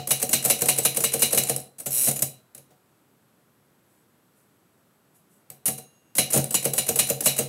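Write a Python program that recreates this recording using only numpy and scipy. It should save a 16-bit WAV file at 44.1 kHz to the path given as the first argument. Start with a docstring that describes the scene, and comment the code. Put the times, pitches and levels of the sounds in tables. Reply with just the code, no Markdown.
"""First the ring of a letter already struck, over quiet room air and a thin whine; then a fast run of typing.
A manual typewriter stands close to the microphone in a small room. The carriage is pushed back over its
ratchet; after a pause the shift key and a faint bell lead to a second run. Each letter is a tick of linkage,
the smack of the type bar on the platen, then a duller knock as the bar falls back and the carriage steps on.
Noise bursts coloured by filters make the contacts, decaying sines the ringing parts."""
import sys
import numpy as np
from scipy import signal
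from scipy.fft import rfft, irfft
from scipy.io import wavfile
from scipy.ndimage import uniform_filter1d, minimum_filter1d

SR = 44100
rng = np.random.default_rng(int(sys.argv[2]) if len(sys.argv) > 2 else 0)


def unload_audio(sound):
    """Save the sound as a 16-bit wav file, at the path given as the first command line argument."""
    columns = np.transpose(np.atleast_2d(sound))
    # keep every value between -1 and 1, then stretch to whole-number steps
    steps = np.round(np.clip(columns, -1, 1) * 32767)
    wavfile.write(sys.argv[1], SR, steps.astype(np.int16))


N = 329868
RING = np.arange(SR) / SR  # the second that follows a blow
# stretches, in samples, over which the loudness of clicks, bodies and the desk is set
CLICK, BODY, DESK = 130, 440, 660


def undb(db):
    """Decibels to gain."""
    return 10 ** (np.asarray(db) / 20)


def unit(x, size):
    """Scale so that the loudest stretch of size samples has rms 1."""
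    return x / np.sqrt(uniform_filter1d(x * x, size, mode="constant").max())


def add(track, s, db, sound, size):
    """Mix a sound in from time s, its loudest stretch of size samples at db; drop what precedes time 0."""
    sound = undb(db) * unit(sound, size)
    i = int(round(s * SR))
    sound, i = sound[max(-i, 0):], max(i, 0)
    track[i:i + len(sound)] += sound[:N - i]


def curve_db(hz, points):
    """A spectrum joined by straight lines in log frequency."""
    f, db = np.transpose(points)
    return np.interp(np.log(hz + 1), np.log(f), db)


def response(points, peaks=(), size=8192):
    """Causal (minimum-phase) frequency response of a broad colour with resonances on it."""
    hz = np.arange(size // 2 + 1) * SR / size
    db = curve_db(hz, points)
    for f, width, up in peaks:
        db = db + up / (1 + (2 * (hz - f) / width) ** 2)
    # folding the cepstrum onto positive time makes the response causal
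    cepstrum = irfft(np.log(undb(db)))
    cepstrum[1:size // 2] *= 2
    cepstrum[size // 2 + 1:] = 0
    return np.exp(rfft(cepstrum))


def chatter(colour, length, shape=2, swell=0.17, size=8192):
    """Loose parts meet many times in quick succession and ring a colour; contacts build up, then die away."""
    age = RING[:size] / length
    build_up = 1 - np.exp(-age / swell)
    force = rng.standard_normal(size) * build_up * np.exp(-age ** shape)
    return irfft(rfft(force) * colour)


def ring(modes, scatter_db, detune, rise_s, size=16384):
    """Decaying modes; each blow shares its force among them a little differently."""
    hz, db, t60 = np.transpose(modes)[:, :, None]
    pitch, phase, share = rng.standard_normal((3, len(modes), 1))
    t = RING[:size]
    waves = np.sin(2 * np.pi * (hz * (1 + detune * pitch) * t + phase))
    sizes = undb(db + scatter_db * share) * np.exp(-np.log(1000) * t / t60)
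    return (sizes * waves).sum(axis=0) * (1 - np.exp(-t / rise_s))


# room air, shape of its spectrum: f/Hz, relative level/dB per Hz
AIR = [(30, -45.5), (70, -13.5), (135, -1), (280, -4), (700, -12.5), (1400, -14.5), (2200, -21),
       (3300, -23.5), (5500, -27.5), (8000, -26), (12000, -23.5), (15500, -29.5)]
# faint electrical tones: f/Hz, rms level/dB
WHINE = [(8000, -84), (11752, -81), (12252, -87)]
AIR_DB = -63.5  # rms of the air


def background():
    """Quiet room air is shaped noise; a thin electrical whine is steady sines."""
    hz = np.arange(N // 2 + 1) * SR / N
    air = irfft(rfft(rng.standard_normal(N)) * undb(curve_db(hz, AIR)), N)
    t = np.arange(N) / SR
    whine = sum(np.sqrt(2) * undb(db) * np.sin(2 * np.pi * f * t) for f, db in WHINE)
    return undb(AIR_DB) * air / air.std() + whine


# broad colour of small steel parts: f/Hz, level/dB
STEEL = [(200, -41), (1000, -18), (3300, -18.5), (5000, -14), (6500, -7), (8600, -12), (10000, -8),
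         (11000, -1.5), (13500, -4), (15500, -14.5)]
# their resonances: f/Hz, width/Hz, height/dB
STEEL_PEAKS = [(2810, 270, 8.5), (4020, 220, 4.5), (7054, 140, 10), (8020, 380, 15.5), (9237, 600, 17),
               (10630, 380, 9), (11150, 250, 4.5), (13950, 200, 4.5), (15200, 200, 5.5)]


def steel_part(spread_db=3, detune=0.0071):
    """Colour of one small steel part: no two levers ring quite alike."""
    chance = rng.standard_normal((len(STEEL_PEAKS), 2))
    peaks = []
    for (hz, width, db), (pitch, height) in zip(STEEL_PEAKS, chance):
        peaks.append((hz * (1 + detune * pitch), width, db + spread_db * height))
    return response(STEEL, peaks)


# colour of the first hard contact: f/Hz, level/dB
CRACK = [(100, -13), (400, -3), (1050, -7), (1700, -6), (2400, 0), (3400, -11.5), (5000, -8.5),
         (7000, -4.5), (12000, -19.5)]
# dense low modes of the frame: f/Hz, level/dB
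FRAME = [(30, -34.5), (70, -16.5), (130, -6), (220, -3.5), (330, -6.5), (600, -4), (780, -7.5),
         (950, -19.5), (2500, -23.5)]


def ticks(table, click_db, snap_db, crack_db, frame_db, swell, brisk_s=0.0025):
    """Light contacts that hardly shake the frame: brisk ones snap, slow ones only rustle."""
    out = np.zeros(N)
    contact, frame = response(CRACK), response(FRAME)
    for s, db, length in table:
        steel = steel_part()
        brisk_db = 20 * np.log10(min(1, brisk_s / length))  # a longer chatter snaps less
        add(out, s, db + snap_db + brisk_db, chatter(steel, 0.0013, swell=.05), CLICK)
        add(out, s, db + click_db, chatter(steel, length, shape=1.5, swell=swell), CLICK)
        add(out, s, db + crack_db, chatter(contact, length), CLICK)
        add(out, s, db + frame_db, chatter(frame, .025, shape=0.86), BODY)
    return out


# colour of the shaken basket of type bars: f/Hz, level/dB
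BASKET = [(300, -18.5), (1000, -11), (1700, -8.5), (2400, 3), (3400, -6.5), (4500, -9), (6000, 0),
          (10000, -22.5)]
# its resonances: f/Hz, width/Hz, height/dB
BASKET_PEAKS = [(2898, 160, 11.5), (4005, 470, 19)]
# modes of the type bars and springs: f/Hz, level/dB, decay t60/s
BAR_MODES = [(2912, -5, .16), (3910, -10.5, 0.27), (3980, 0.5, .5), (4200, -3.5, 0.23), (7750, -6.5, 0.5),
             (9050, -5, .22), (9350, 0, 0.37), (9620, -4, .22), (10750, -7, .2)]
# modes of the case: f/Hz, level/dB, decay t60/s
CASE_MODES = [(373, -13, 0.045), (466.5, 0.5, 0.15), (559, 1, 0.07), (624, 4.5, 0.041), (638.7, -9, .08),
              (743, -10.5, 0.24), (840, -21.5, 0.092)]
# modes of the desk: f/Hz, level/dB, decay t60/s
DESK_MODES = [(88, -13, .14), (124, -10, .18), (136, -4, .28), (186, -4, .11), (216, -2, .12),
              (255, -5, .09)]


def blows(table, click_db, snap_db, crack_db, basket_db, bars_db, case_db, frame_db, desk_db,
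          swell, crack_s, basket_s, frame_s):
    """Heavy contacts: a snap and a crack, steel chatters, bars ring on, case and desk answer a moment later."""
    out = np.zeros(N)
    contact, basket, frame = response(CRACK), response(BASKET, BASKET_PEAKS), response(FRAME)
    for s, click, body, length in table:
        steel = steel_part()
        jolt = (click + body) / 2  # the bars are shaken through both the linkage and the body
        add(out, s, click + snap_db, chatter(steel, 0.0032, swell=0.052), CLICK)
        add(out, s, click + click_db, chatter(steel, length, swell=swell), CLICK)
        add(out, s + 0.0024, jolt + crack_db, chatter(contact, crack_s, shape=0.8), CLICK)
        add(out, s, jolt + basket_db, chatter(basket, basket_s, shape=0.75, swell=.15), BODY)
        # the ring shifts a little from blow to blow
        add(out, s, jolt + bars_db, ring(BAR_MODES, 3, .01, .003), BODY)
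        add(out, s + .002, body + case_db, ring(CASE_MODES, 3.8, 0.0062, .003), BODY)
        add(out, s + .001, body + frame_db, chatter(frame, frame_s, shape=0.96), BODY)
        add(out, s + 0.0018, body + desk_db, ring(DESK_MODES, 2.5, .008, 0.0093), DESK)
    return out


# how a key comes up, its lever letting go, then the escapement sliding over:
# t/s before the step (typical), relative level/dB, chatter length/s
RELEASE = [(.027, -25, 0.011), (.0095, -21, .011)]
# one row per letter: slug meets platen t/s, relative force level/dB, key starts this much earlier/s,
# relative key click level/dB, strike to carriage step/s, relative thud level of that step/dB
KEYS = [(-0.15, 5, .03, -21, 0.11, 2.5), (0.107, -1, 0.034, -20.5, 0.12, -3),
        (0.33, 0, 0.038, -19.5, 0.12, -2.5), (0.499, 0, 0.042, -15.5, 0.12, 0),
        (0.685, -0.5, 0.028, -17, 0.1, -2), (0.85, -0.5, .03, -35, .12, -4),
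        (1.038, -3, 0.033, -19, 0.1, 1.5), (1.22, 1, 0.027, -22, 0.11, 1), (1.375, -0.5, .028, -17, .12, 1),
        (6.182, 1.5, 0.03, -24.5, 0.15, -8), (6.542, -2.5, 0.035, -21, 0.11, 3),
        (6.779, -3, 0.044, -17, 0.11, 1), (6.989, 0.5, .031, -16, 0.11, 2.5),
        (7.258, 2.5, 0.052, -18.5, 0.13, 2)]
STEP_CHATTER_S = 0.0086
RELEASE_SPREAD, RELEASE_SPREAD_DB = .12, -0.5  # from finger to finger: share of the times, level


def keys_up():
    """Linkage rustles as each key rises; the bar falls back and the carriage steps on with a dull knock."""
    steps = [(s + held, 0, thud, STEP_CHATTER_S) for s, *_, held, thud in KEYS]
    chance = rng.standard_normal((len(KEYS), 2))
    releases = []
    for (step_s, *_), (slow, firm) in zip(steps, chance):
        for before, db, length in RELEASE:
            s = step_s - before * (1 + RELEASE_SPREAD * slow)
            releases.append((s, db + RELEASE_SPREAD_DB * firm, length))
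    linkage = ticks(releases, click_db=-4.0, snap_db=-3.5, crack_db=-15.5, frame_db=-18, swell=0.1)
    knocks = blows(steps, click_db=-19.0, snap_db=-16.5, crack_db=-31, basket_db=-40.5, bars_db=-46.5,
                   case_db=-27.5, frame_db=-32.0, desk_db=-37.5,
                   swell=.2, crack_s=.004, basket_s=.034, frame_s=0.026)
    return linkage + knocks


KEY_CHATTER_S, STRIKE_CHATTER_S = 0.0061, 0.015


def keys_down():
    """The finger takes up the key lever's play with a click; the bar hits the platen and shakes the machine."""
    presses = [(s - lead, click, KEY_CHATTER_S) for s, _, lead, click, *_ in KEYS]
    strikes = [(s, force, force, STRIKE_CHATTER_S) for s, force, *_ in KEYS]
    levers = ticks(presses, click_db=-2.5, snap_db=-1.5, crack_db=-21.5, frame_db=-16.5, swell=0.14)
    smacks = blows(strikes, click_db=-13, snap_db=-15.0, crack_db=-23.5, basket_db=-24.5, bars_db=-41.5,
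                   case_db=-32, frame_db=-30, desk_db=-35.5,
                   swell=0.38, crack_s=.0021, basket_s=0.023, frame_s=0.02)
    return levers + smacks


# the rubber platen under a slug: f/Hz, level/dB, decay t60/s
PLATEN_MODES = [(919, -3, 0.033), (1050, -0.5, 0.027), (1285, 2.5, 0.02), (1610, -0.5, 0.016),
                (2100, -2, 0.034)]


def type_bars(slide_db=-27, flight_s=0.025, platen_db=-28.5, late_s=.003):
    """Each bar slides up its slot with a rising rasp; its slug knocks the platen just after the first click."""
    out = np.zeros(N)
    for s, force, *_ in KEYS:
        rasp = chatter(steel_part(), flight_s, swell=0.99)
        add(out, s - flight_s, force + slide_db, rasp, CLICK)
        add(out, s + late_s, force + platen_db, ring(PLATEN_MODES, 4, 0.058, .0005), CLICK)
    return out


# loose levers: t/s, relative click level/dB, chatter length/s
TICKS = [(1.252, -21.5, 0.011), (1.436, -17.5, 0.0026), (1.563, -19, 0.0015), (1.602, -34.5, 0.0018),
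         (1.783, -33.5, .016), (1.799, -28, 0.011), (2.158, -24, .017), (2.191, -23, 0.0056),
         (6.302, -24.5, 0.012), (6.442, -21, .002)]


def loose_levers():
    """Loose steel levers click on their own."""
    return ticks(TICKS, click_db=-3.5, snap_db=-5, crack_db=-21.5, frame_db=-20, swell=0.16)


# line lever, carriage and shift meeting their stops:
# t/s, relative steel level/dB, relative body level/dB, chatter length/s
KNOCKS = [(1.859, -24, -37.5, 0.019), (2.068, -18.5, -34.5, .019), (2.082, -16.5, -42, .014),
          (2.111, -21.5, -41.5, 0.0071), (2.221, -14, -38, 0.0085), (2.548, -37, -57.5, 0.0053),
          (2.578, -41.5, -58, .007), (2.703, -74, -61, .012), (5.501, -34, -54, 0.0036),
          (5.656, -16.5, -44, 0.019), (5.677, -19, -33.5, 0.014), (5.779, -33.5, -49.5, 0.011),
          (6.338, -18.5, -28, 0.018), (6.357, -19.5, -28.5, 0.019), (6.374, -16, -30.5, 0.0077)]


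def stops():
    """Line lever, carriage and shift meet their stops, each a heavy blow of steel on the body."""
    return blows(KNOCKS, click_db=-1.5, snap_db=-5.0, crack_db=-9.0, basket_db=-19.5, bars_db=-28,
                 case_db=-0.5, frame_db=2.5, desk_db=-3,
                 swell=0.29, crack_s=0.0064, basket_s=0.038, frame_s=0.02)


# the hand starts the push and brings it up to speed; the faster the teeth pass, the harder the pawl drops
RETURN_FROM_S, RETURN_TO_S = 1.905, 2.066
START_TEETH_PER_S, TOP_TEETH_PER_S, SPEED_UP_S = 80, 138, .04
RATCHET_DB, RATCHET_DB_PER_DOUBLING = -19, 9.5  # at top speed; change with speed


def ratchet(bright_db=4, dull_db=-4, basket_db=-25, frame_db=-27, chatter_share=0.78):
    """The pawl drops over tooth after tooth as the carriage is pushed home, and keeps the bars shivering."""
    out = np.zeros(N)
    tilt = response([(4000, dull_db), (8000, -0.15), (12000, bright_db)], [(5600, 360, 9.1)])
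    pawl = response(STEEL, STEEL_PEAKS) * tilt
    basket, frame = response(BASKET, BASKET_PEAKS), response(FRAME)
    s = RETURN_FROM_S
    while s < RETURN_TO_S:
        lag = np.exp((RETURN_FROM_S - s) / SPEED_UP_S)
        rate = TOP_TEETH_PER_S + (START_TEETH_PER_S - TOP_TEETH_PER_S) * lag
        db = RATCHET_DB + RATCHET_DB_PER_DOUBLING * np.log2(rate / TOP_TEETH_PER_S)
        # the pawl chatters for a share of the time between two teeth
        add(out, s, db, chatter(pawl, chatter_share / rate), CLICK)
        add(out, s, db + basket_db, chatter(basket, .02, shape=0.95), BODY)
        add(out, s, db + frame_db, chatter(frame, 0.0053), BODY)
        s += 1 / rate
    return out


# heavy blows of carriage, line lever and shift that also rock the desk: t/s, level/dB
JOLTS = [(2.084, -28.5), (2.222, -33.5), (6.364, -28)]


def desk_jolts(frame_db=-3, frame_s=.016):
    """The heavy blows of carriage, line lever and shift also rock the desk: a deep thump of desk and frame."""
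    out = np.zeros(N)
    for s, db in JOLTS:
        add(out, s, db, ring(DESK_MODES, 1.1, .008, 0.0025), DESK)
        add(out, s, db + frame_db, chatter(response(FRAME), frame_s, shape=0.95), BODY)
    return out


# a hand or sleeve near the face, then fingers on the keys: t/s, relative level/dB, length/s
TOUCHES = [(3.85, -70, .15), (4.35, -65, 0.071), (5.14, -61, 0.04), (5.29, -63.5, 0.078)]


def faint_rustles():
    """Faint slow rustles: first a hand or sleeve near the face, then fingers brushing the keys."""
    return ticks(TOUCHES, click_db=0.0, snap_db=-6, crack_db=-25.0, frame_db=-18, swell=0.47)


# the margin bell: f/Hz, level/dB, decay t60/s
BELL_MODES = [(2799, -13, 1.7), (6562, -8, 1.0), (6571, -12, 1.0), (10659, 0, .7)]
BELL_S, BELL_DB = 5.66, -51


def bell():
    """The jolt of the shift sets the bell humming faintly."""
    out = np.zeros(N)
    add(out, BELL_S, BELL_DB, ring(BELL_MODES, 0.36, 0, 0.0018, size=SR), BODY)
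    return out


def room(x, low_db=-6, high_db=-7, t60_low=0.39, t60_high=0.24, first_s=0.002, build_s=.004):
    """Desk and near walls return a short diffuse tail, its treble dying sooner than its bass."""
    noise = rng.standard_normal(SR)
    low = signal.sosfilt(signal.butter(2, 1200, fs=SR, output="sos"), noise)
    high = signal.sosfilt(signal.butter(2, 1200, "high", fs=SR, output="sos"), noise)
    build_up = 1 - np.exp(-np.maximum(RING - first_s, 0) / build_s)
    tail = 0
    for band, db, t60 in (low, low_db, t60_low), (high, high_db, t60_high):
        fade = np.exp(-np.log(1000) * RING / t60) * build_up
        tail = tail + undb(db) * band * fade / np.linalg.norm(fade)
    return x + signal.fftconvolve(x, tail)[:N]


def scene():
    """Machine and rustles sound into the same room, over its air and whine."""
    letters = keys_up() + keys_down() + type_bars()
    carriage = stops() + ratchet() + desk_jolts()
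    near_sounds = letters + loose_levers() + carriage + faint_rustles() + bell()
    return (room(near_sounds) + background())[None]


CEILING = .52  # limiter ceiling, full scale = 1
TOP_HZ = 15700


def record(dry, size=100):
    """The close microphone thins the deep bass; a fast limiter holds the peaks down, and the top is cut."""
    thin = signal.sosfilt(signal.butter(2, 70, "high", fs=SR, output="sos"), dry)
    needed = np.minimum(1, CEILING / (np.abs(thin) + 1e-9))
    # the gain dips shortly before each peak and recovers after it
    gain = uniform_filter1d(minimum_filter1d(needed, size), size)
    return signal.sosfilt(signal.ellip(10, .2, 80, TOP_HZ, fs=SR, output="sos"), thin * gain)


dry = scene()
out = record(dry)
unload_audio(out)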